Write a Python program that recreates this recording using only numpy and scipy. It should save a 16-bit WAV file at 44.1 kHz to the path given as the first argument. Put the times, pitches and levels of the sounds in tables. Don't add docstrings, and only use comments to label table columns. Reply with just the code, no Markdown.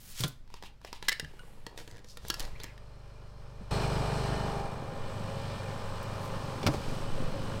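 import sys
import numpy as np
from scipy import signal
from scipy.fft import rfft, irfft, next_fast_len
from scipy.io import wavfile
from scipy.ndimage import uniform_filter1d

SR = 44100
rng = np.random.default_rng(int(sys.argv[2]) if len(sys.argv) > 2 else 0)


def generate_wav(signal):
    frames = np.transpose(np.atleast_2d(signal))
    scaled = np.clip(frames, -1, 1) * 32767
    pcm = np.round(scaled).astype(np.int16)
    wavfile.write(sys.argv[1], SR, pcm)


N = 335160
T = np.arange(N) / SR

CRANK_HZ = 12.51
JUMP_S = 3.707
CAB_SWING_S, CAB_SWING_WIDTH_S = 6.84, 0.39

# cycles_per_turn, house_db, grille_db, cab_db
EXHAUST_HUM = [(4, -52, -38, -52), (6, -68, -54, -66), (8, -57.5, -42, -44.5), (10, -55, -40, -51),
               (12, -66, -41.5, -57), (14, -74, -46.5, -59), (16, -75, -49, -59), (18, -80, -55, -64)]
# cycles_per_turn, house_db, grille_db, cab_db
BLOCK_TONES = [(22, -86, -50.5, -66), (32, -86, -49.5, -62), (36, -73, -51, -69), (44, -67, -52.5, -52.5),
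               (48, -70, -58, -63), (52, -77, -51, -61), (54, -79, -54, -71), (58, -81, -52, -64),
               (64, -75, -50, -57), (68, -80, -51.5, -58), (72, -78, -54, -63), (76, -86, -56.5, -63),
               (82, -78, -63, -59.5), (96, -84, -58, -67), (144, -80, -59, -63), (192, -83, -62.5, -68)]
# pitch_hz, house_db, grille_db, cab_db
ENGINE_NOISE_COLOUR = [(70, -99, -58.5, -63), (140, -73, -58, -58), (226, -98, -66.5, -67.5),
                       (370, -87.5, -68, -76), (520, -88, -68.5, -71), (670, -92, -68, -78),
                       (1120, -90.5, -71, -75.5), (1424, -94, -75, -80.5), (1870, -101, -81, -86),
                       (3770, -104, -84.5, -88.5), (5300, -106, -86.5, -92.5), (6900, -113, -94.5, -99),
                       (8620, -112, -89.5, -96.5), (8880, -115, -96, -102), (15900, -126, -108, -110.5)]
# pitch_hz, width_hz, grille_gain_db, cab_gain_db
ENGINE_WHISTLES = [(545, 40, -2, 4), (2403, 55, 5.5, 3.5), (2990, 55, 2, 2.5), (4200, 120, 5, -1),
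                   (4850, 55, 2, -4), (5400, 350, -1, -3), (7970, 400, -1, -.5), (8770, 150, 2.5, 1.5)]
# time_s, half_width_s, low_hz, high_hz, gain_db
BODYWORK_SWELLS = [(4.0, 0.4, 640, 870, 0), (4.33, 0.24, 1380, 2090, 2), (4.6, 0.16, 770, 808, 5),
                   (5.5, 0.1, 3470, 5200, 4), (5.75, 0.088, 33.8, 77, -13), (5.8, 0.35, 243, 458, -4.5),
                   (6.27, 0.31, 925, 1320, 4)]

# start_s, level_db, brightness_db_per_octave
SWITCH_CLICKS = [(.2055, -31.5, 6), (.2365, -24, -1.5), (.2415, -32, -1.5), (.249, -33, -6),
                 (.279, -37.5, 11)]
# pitch_hz, gain_db, ring_s
SWITCH_NOTES = [(1050, -1.5, 0.059), (1400, -2, 0.13), (1507, -5, 0.15), (3490, 19, 0.011), (4440, -3, .02),
                (4920, -18, 0.062), (5660, -23, .05), (9100, -11, .06)]
# start_s, level_db
BOLT_CLACKS = [(1.083, -25), (1.085, -18), (1.0925, -22), (1.118, -30), (1.1225, -32), (1.1265, -26.5),
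               (1.197, -27.5), (1.246, -40)]
# pitch_hz, gain_db, ring_s
BOLT_NOTES = [(440, -17, .06), (1530, -4, .03), (1730, 1, .036), (1880, 4, .034), (2080, 2, .042),
              (2920, -2, .028), (3650, -2, .013), (3900, 2.5, .013), (4230, -5, .013), (5040, -5, .014),
              (6450, -7, .015), (8570, -6, .018)]
# start_s, level_db, brightness_db_per_octave
LEVER_PINGS = [(1.3933, -46.5, -1)]
# pitch_hz, gain_db, ring_s
LEVER_NOTES = [(1464, 0, .07), (2853, -1, .06), (3800, -12, .03), (8694, -12, .06)]
# start_s, level_db, brightness_db_per_octave
LATCH_CLICKS = [(2.3008, -22.5, 0.012), (2.3412, -31, -0.023)]
# pitch_hz, gain_db, ring_s
LATCH_NOTES = [(1330, 2.5, 0.019), (1430, 1.5, 0.024), (1700, -15, 0.1), (2700, -11, 0.03),
               (3380, -12, 0.045), (4140, -5, 0.018), (4680, -2, 0.025), (5270, 10, 0.0078),
               (5520, -2, 0.021), (10560, -0.5, 0.007), (11900, -6, .012)]
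# start_s, level_db, brightness_db_per_octave
KNOB_CLICKS = [(1.6655, -35, -2), (1.776, -38.5, -1), (1.8767, -40, -2), (2.0445, -48, -2.5),
               (2.1716, -39.5, 0), (2.25, -37.5, -3.5), (2.283, -36, 11), (2.396, -32, 4),
               (2.403, -32.5, 1), (2.6006, -40.5, -2.5), (2.6345, -38, 4.5), (2.641, -36, -1.5),
               (2.778, -48, -2)]
# start_s, end_s, ticks_per_s, level_db, brightness_db_per_octave
KNOB_RUNS = [(1.782, 1.815, 164, -44.5, -5.5), (1.883, 2.0, 106, -51, -3.5),
             (2.407, 2.45, 120, -46.5, -2.5)]
# pitch_hz, gain_db, ring_s
KNOB_NOTES = [(290, -1.5, 0.024), (460, -2, 0.06), (664, -5, 0.036), (943, -4.5, 0.044), (1500, 0, 0.025),
              (1900, 5, 0.03), (2740, -3, 0.018), (3450, 1, 0.016), (4400, -4, 0.016), (6400, 2, 0.018),
              (7300, 2, .018), (9300, -1, .02)]
# start_s, level_db, brightness_db_per_octave
HANDLE_CLUNKS = [(6.027, -50, 9), (6.630, -32, -5.5), (6.639, -29.5, -9), (6.6647, -22, -3),
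                 (6.671, -22, -4), (6.679, -25, -8), (6.685, -20, -16), (6.739, -29.5, -7.5),
                 (6.746, -28.5, -9.5)]
# pitch_hz, gain_db, ring_s
CAB_DOOR_NOTES = [(271, -2, 0.04), (400, -6, 0.03), (580, 6, 0.018), (850, 8, 0.014), (1080, 3, .02),
                  (1350, 1, 0.03), (2283, 2, 0.04), (2982, -3, 0.03), (3520, 3, .035), (4764, 4, 0.035),
                  (5480, 9, 0.026), (5730, 7, .024)]
# start_s, level_db, pitch_hz, ring_s
DULL_THUDS = [(0.203, -29, 127.6, 0.33), (.238, -26, 152, 0.14), (0.241, -40.5, 272, 0.19),
              (1.227, -37, 152, 0.15), (1.235, -41, 72, 0.22), (1.921, -42.5, 105, 0.2),
              (2.231, -41, 70, 0.15), (2.299, -36, 342, 0.063), (2.401, -39, 42, .3),
              (2.53, -35, 56.4, 0.077), (3.611, -36.5, 190, 0.086), (6.661, -16.5, 97, 0.083),
              (6.683, -26.5, 316, 0.15), (6.685, -24, 138, 0.22), (6.739, -32, 336, 0.062),
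              (6.774, -31, 71, 0.17), (7.2, -34.5, 231, 0.18), (7.223, -34, 72, 0.13),
              (7.276, -34, 98, 0.086)]
# start_s, level_db
FOOTFALLS = [(0.476, -57), (0.502, -50), (0.5404, -40), (0.625, -39.5), (0.636, -40.5), (.815, -52),
             (0.848, -35.5), (0.9287, -34.5), (1.026, -35)]
# pitch_hz, gain_db, ring_s
FLOOR_NOTES = [(430, -9, 0.019), (883, -1, 0.017), (1080, -3, 0.011), (1650, -1, .01), (3300, -2, 0.007),
               (4700, -2, 0.007)]
# start_s, end_s, pats_per_s, level_db, brightness_db_per_octave
PAT_RUNS = [(1.3, 1.58, 30, -53, -16), (1.71, 1.76, 63, -48.5, -11)]
# pitch_hz, gain_db, ring_s
WOOD_NOTES = [(425, -3.5, 0.039), (930, 7, 0.038), (1140, -8, .02), (3300, -8, .008)]
# peak_s, rise_s, fall_s, level_db, centre_hz, spread_ratio (top of the noise band over its centre)
RUB_STROKES = [(.12, 0.18, 0.022, -51, 7440, 5.6), (.203, 0.037, 0.046, -39.5, 4170, 2),
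               (1.27, 0.15, 0.39, -64, 1630, 1.6), (1.48, 0.098, 0.13, -71, 7650, 1.34),
               (1.55, .25, 0.26, -65.5, 520, 1.3), (1.785, 0.0082, 0.042, -52, 2970, 1.9),
               (1.90, 0.023, 0.057, -67, 6600, 1.1), (2.10, 0.022, 0.041, -53.5, 5170, 1.17),
               (2.28, 0.037, 0.094, -52.5, 3530, 1.4), (2.405, 0.0073, 0.056, -58, 1800, 1.9),
               (2.42, 0.079, 0.072, -49, 616, 1.7), (2.64, 0.055, 0.059, -54, 1850, 1.2),
               (5.633, .001, 0.0044, -42, 1800, 1.2), (6.255, 0.04, 0.025, -58, 7000, 1.9),
               (6.742, 0.016, .014, -54, 5500, 1.5), (6.95, 0.78, 0.1, -55, 4300, 1.3)]
# start_s, length_s, level_db, start_hz, end_hz
SEAL_SQUEAKS = [(2.543, 0.033, -58, 1700, 2810), (2.592, 0.036, -55.5, 3300, 4700),
                (2.679, .045, -60, 2700, 1950)]
# pitch_hz, gain_db
CRACK_COLOUR = [(100, 11), (400, 1.5), (1000, -1), (2000, 3), (5200, 7.5), (6500, 1), (10000, -4),
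                (15500, -8)]

# pitch_hz, gain_db
ECHO_COLOUR = [(100, -6), (400, -1), (900, 1), (2000, -1), (4800, -1), (6000, -6), (15000, -9)]
# peak_s, half_width_s, gain_db
DOOR_DRAUGHTS = [(2.45, 0.14, 12), (7.16, 0.25, 15.5)]
# pitch_hz, level_db_per_hz
HUSH_COLOUR = [(78, -97.5), (190, -84.5), (350, -100), (1500, -108), (5000, -116), (15000, -130)]


def engine():
    turns = np.cumsum(CRANK_HZ * (1 + 0.00119 * wander(5))) / SR
    house_boom_db, house_upper_db = through_house_door()
    side, yard_boom_db, yard_upper_db, treble_db = round_the_truck()
    outside = np.clip((T - JUMP_S) / 0.004, 0, 1)
    places = np.array([1 - outside, outside * (1 - side), outside * side])
    boom_gain = undb(np.where(T < JUMP_S, house_boom_db, yard_boom_db))
    upper_gain = undb(np.where(T < JUMP_S, house_upper_db, yard_upper_db))
    tones = engine_tones(turns, places, boom_gain, upper_gain)
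    noise = engine_noise(turns, places, side, outside * treble_db)
    return tones + upper_gain * noise


def engine_tones(turns, places, boom_gain, upper_gain, lead_turns=0.13, smear=0.075, belt_slip=0.0007):
    block_gain = upper_gain * undb(-6 * ease(CAB_SWING_S, CAB_SWING_WIDTH_S / 2))
    out = np.zeros(N)
    for cycles, *place_db in EXHAUST_HUM + BLOCK_TONES:
        phase = 2 * np.pi * cycles * (turns + lead_turns) - smear * cycles ** 2
        phase += belt_slip * cycles * wander(43)
        flutter = undb((0.86 + cycles / 80) * wander(8.3))
        tone = np.sqrt(2) * np.sin(phase) * flutter
        gain = boom_gain if cycles < 10 else upper_gain if cycles < 20 else block_gain
        out += tone * (undb(place_db) @ places) * gain
    return out


def engine_noise(turns, places, side, treble_db, split_hz=1900):
    knocks = undb(-1) * band(cylinder_knocks(turns), split_hz, "low", order=1)
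    knocks = band(knocks, 260, "high")
    fan = undb(-6) * band(rng.standard_normal(N), split_hz, "low", order=1)
    chug = np.sin(4 * np.pi * turns)
    source = (1 + 0.1 * chug) * (knocks + fan) + valve_hiss(turns, split_hz) + whistles(side)
    source = engine_bay_echoes(band(source, 34, "high") * np.sqrt(SR / 2))
    hz, *place_colours = np.transpose(ENGINE_NOISE_COLOUR)
    rush = sum(share * colour(source, np.c_[hz, db]) for share, db in zip(places, place_colours))
    rush += 0.25 * band(rush, [100, 220], "band", order=1) * chug
    treble = colour(rush, [(900, -20), (1800, 1.5), (3000, 4.0)])
    cab_boom = undb(-5) * band(rush, [210, 340], "band", order=1) * ease(CAB_SWING_S, CAB_SWING_WIDTH_S)
    return rush + cab_boom + treble * (undb(treble_db) - 1)


def cylinder_knocks(turns, scatter_db=1.0, jitter_s=0.00008):
    firings = np.flatnonzero(np.diff(np.floor(4 * turns)))
    chance = rng.standard_normal((len(firings), 2))
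    out, t = np.zeros(N), T[:SR // 10]
    rows, cylinders = rng.standard_normal((2, len(t))), rng.standard_normal((8, len(t)))
    envelope = fade(t, 0.07) * (1 - np.exp(-t / 0.003))
    for k, (sample, (late, size)) in enumerate(zip(firings, chance)):
        knock = 0.7 * rows[k % 2] + 0.7 * cylinders[k % 8] + 0.75 * rng.standard_normal(len(t))
        gain = undb(scatter_db * size - 3 * (k % 2))
        add(out, sample / SR + jitter_s * late, gain * knock * envelope)
    return unit(out)


def valve_hiss(turns, low_hz):
    hiss = band(rng.standard_normal(N), low_hz, "high", order=1)
    pulse = 1 + 0.15 * np.cos(8 * np.pi * turns)
    return undb(-1 + 0.7 * wander(30)) * hiss * pulse


def whistles(side):
    out = np.zeros(N)
    for hz, width_hz, grille_db, cab_db in ENGINE_WHISTLES:
        whistle = band(rng.standard_normal(N), [hz - width_hz / 2, hz + width_hz / 2], "band", order=1)
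        out += whistle * undb(grille_db + (cab_db - grille_db) * side + 2 * wander(6))
    return out


def engine_bay_echoes(x):
    hz = np.arange(1200, 16000, 60)
    ripple_db = np.r_[0, rng.standard_normal(len(hz) - 1)]
    return colour(x, np.c_[hz, ripple_db])


def through_house_door(reached_s=0.97, opens_s=2.22):
    far = 1 - ease(reached_s, 0.045)
    shut = 1 - ease(opens_s, 0.029)
    doorway_db = 5 * np.exp(-np.abs(T - JUMP_S) / 0.3)
    boom_db = 0.5 * far - 7.5 * shut + doorway_db
    upper_db = -2 - 8 * far - 7 * shut + doorway_db
    return boom_db, upper_db


def round_the_truck(corner_s=4.68, fender_s=4.78):
    side = 0.95 * ease(corner_s, 0.06)
    beam_db = 2 * np.exp(-np.abs(T - JUMP_S) / 0.24)
    fender = passing(fender_s, 0.32)
    boom_db = 1.5 * side - 8.5 * fender - 9 * passing(CAB_SWING_S, CAB_SWING_WIDTH_S)
    upper_db = beam_db - 1.5 * fender + ease(CAB_SWING_S, CAB_SWING_WIDTH_S)
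    treble_db = beam_db - 2 * fender
    return side, boom_db, upper_db, treble_db


def along_bodywork(x):
    for s, width_s, low_hz, high_hz, db in BODYWORK_SWELLS:
        x = x + band(x, [low_hz, high_hz], "band", order=1) * (undb(db * passing(s, width_s)) - 1)
    return x


def light_switches():
    return strikes(SWITCH_CLICKS, SWITCH_NOTES, crack_db=-4, crack_s=0.042)


def deadbolt():
    clacks = [(s, db, 0.19 * (db + 21)) for s, db in BOLT_CLACKS]
    return band(strikes(clacks, BOLT_NOTES, crack_db=0, crack_s=0.018, detune=0.04), 500, "high", order=1)


def bolt_lever():
    return strikes(LEVER_PINGS, LEVER_NOTES, crack_db=-4, crack_s=0.011)


def door_latch():
    return strikes(LATCH_CLICKS, LATCH_NOTES, crack_db=-5.5, crack_s=0.017, detune=0.019)


def door_knob():
    return strikes(KNOB_CLICKS + flurries(KNOB_RUNS), KNOB_NOTES, crack_db=6, crack_s=0.016, detune=0.05)


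def cab_handle():
    return strikes(HANDLE_CLUNKS, CAB_DOOR_NOTES, crack_db=-1.5, crack_s=0.055)


def thuds(rattle_db=-13):
    out, t = np.zeros(N), T[:SR // 3]
    for s, db, hz, ring_s in DULL_THUDS:
        rattle = undb(rattle_db) * unit(band(rng.standard_normal(len(t)), 3 * hz, "low"))
        envelope = fade(t, ring_s) * (1 - np.exp(-t / 0.00068))
        add(out, s, undb(db) * (np.sin(2 * np.pi * hz * t) + rattle) * envelope)
    return out


def footsteps(brightness_db_per_octave=-2.5):
    hits = [(s, db, brightness_db_per_octave) for s, db in FOOTFALLS]
    return strikes(hits, FLOOR_NOTES, crack_db=3, crack_s=0.014, detune=0.1)


def door_pats():
    return strikes(flurries(PAT_RUNS), WOOD_NOTES, crack_db=5.5, crack_s=0.022, detune=0.11)


def rubs(grain_db=2.1):
    out = np.zeros(N)
    slips = rng.standard_normal(N) * undb(grain_db * np.repeat(rng.standard_normal(N // 40 + 1), 40)[:N])
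    scuffs = [(s + 0.028, 0.02, 0.02, db - 17.5, 2900, 1.3) for s, db in FOOTFALLS]
    for s, rise_s, fall_s, db, hz, spread in RUB_STROKES + scuffs:
        swell = np.exp(-np.where(T < s, (s - T) / rise_s, (T - s) / fall_s) ** 1.14)
        out += undb(db) * swell * unit(band(slips, [hz / spread, hz * spread], "band", order=1))
    return out


def seal_squeaks():
    out = np.zeros(N)
    for s, length_s, db, start_hz, end_hz in SEAL_SQUEAKS:
        progress = np.linspace(0, 1, int(length_s * SR))
        slip = unit(band(rng.standard_normal(len(progress)), 560, "low"))
        hz = (start_hz + (end_hz - start_hz) * progress) * (1 + 0.08 * slip)
        add(out, s, 2 * undb(db) * np.sin(np.pi * progress) * np.sin(2 * np.pi * np.cumsum(hz) / SR))
    return out


def hallway(ring_s=0.29):
    switches, bolt, latch = light_switches(), deadbolt(), door_latch()
    door = door_knob() + door_pats()
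    steps = footsteps()
    handling = door + bolt_lever() + rubs() + seal_squeaks()
    to_walls = undb(-16) * switches + undb(-15) * (bolt + latch) + undb(-12) * handling + undb(-10) * steps
    t = T[:SR]
    tail = colour(rng.standard_normal(SR), ECHO_COLOUR) * fade(t, ring_s) * (1 - np.exp(-(t / 0.0025) ** 2))
    echo = signal.fftconvolve(to_walls, tail / np.sqrt(np.sum(tail ** 2)))[:N]
    return switches + bolt + latch + handling + steps + echo


def air(indoor_db=-48.5, outdoor_db=-42):
    draught_db = sum(db * passing(s, width_s) for s, width_s, db in DOOR_DRAUGHTS)
    level_db = np.where(T < JUMP_S, indoor_db, outdoor_db) + draught_db
    buffet = unit(band(rng.standard_normal(N), [6, 18], "band", order=3)) * undb(level_db)
    return buffet + colour(rng.standard_normal(N), HUSH_COLOUR) * np.sqrt(SR / 2)


def strikes(hits, notes, crack_db, crack_s, detune=0.0062):
    out, t = np.zeros(N), T[:SR // 4]
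    hz, db, ring_s = np.transpose(notes)[:, :, None]
    for s, level_db, brightness in hits:
        size, pitch_shift, phase = rng.standard_normal((3, len(notes), 1))
        waves = np.sin(2 * np.pi * (hz * (1 + detune * pitch_shift) * t + phase))
        ring = (undb(db + 2 * size) * fade(t, ring_s) * waves).sum(0)
        crack = unit(colour(rng.standard_normal(len(t)), CRACK_COLOUR)) * fade(t, crack_s)
        hit = ring / np.sqrt(np.sum(undb(db) ** 2) / 2) + undb(crack_db) * crack
        hit = np.pad(hit * (1 - np.exp(-t / 0.0003)), (64, 0))
        hit = colour(hit, [(500, 0), (16000, 5 * brightness)])[64:]
        peak = np.sqrt(uniform_filter1d(hit ** 2, size=88).max())
        add(out, s, hit * undb(level_db) / peak)
    return out


def flurries(runs, scatter_db=2, unevenness=0.6):
    hits = []
    for start_s, end_s, rate, db, brightness in runs:
        times = np.arange(start_s, end_s, 1 / rate)
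        for s, (late, size, shine) in zip(times, rng.standard_normal((32, 3))):
            delay_s = unevenness * abs(late) / rate / 2
            hits.append((s + delay_s, db + scatter_db * size, brightness + 2 * shine))
    return hits


def undb(db):
    return 10 ** (np.asarray(db) / 20)


def unit(x):
    return x / np.sqrt(np.mean(x ** 2))


def colour(x, points):
    hz, db = np.transpose(points)
    size = next_fast_len(len(x))
    bin_hz = np.maximum(np.fft.rfftfreq(size, 1 / SR), 1)
    gain = undb(np.interp(np.log(bin_hz), np.log(hz), db))
    return irfft(rfft(x, size) * gain, size)[:len(x)]


def band(x, hz, kind, order=2):
    return signal.sosfilt(signal.butter(order, np.minimum(hz, SR / 2 - 1), kind, fs=SR, output="sos"), x)


def wander(changes_per_s):
    points = rng.standard_normal(512)
    return 1.2 * np.interp(T * changes_per_s, np.arange(len(points)), points)


def fade(t, ring_s):
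    return np.exp(-np.log(1000) * t / ring_s)


def ease(s, slowness_s):
    return (1 + np.tanh((T - s) / (2 * slowness_s))) / 2


def passing(s, half_width_s):
    return np.exp(-((T - s) / half_width_s) ** 2)


def add(out, s, x):
    i = max(int(s * SR), 0)
    out[i:i + len(x)] += x[:len(out) - i]


def scene():
    return (cab_handle() + hallway() + thuds() + along_bodywork(engine()) + air())[None]


def record(dry, top_hz=15800):
    return signal.sosfilt(signal.ellip(10, 0.2, 80, top_hz, fs=SR, output="sos"), dry)


dry = scene()
out = record(dry)
generate_wav(out)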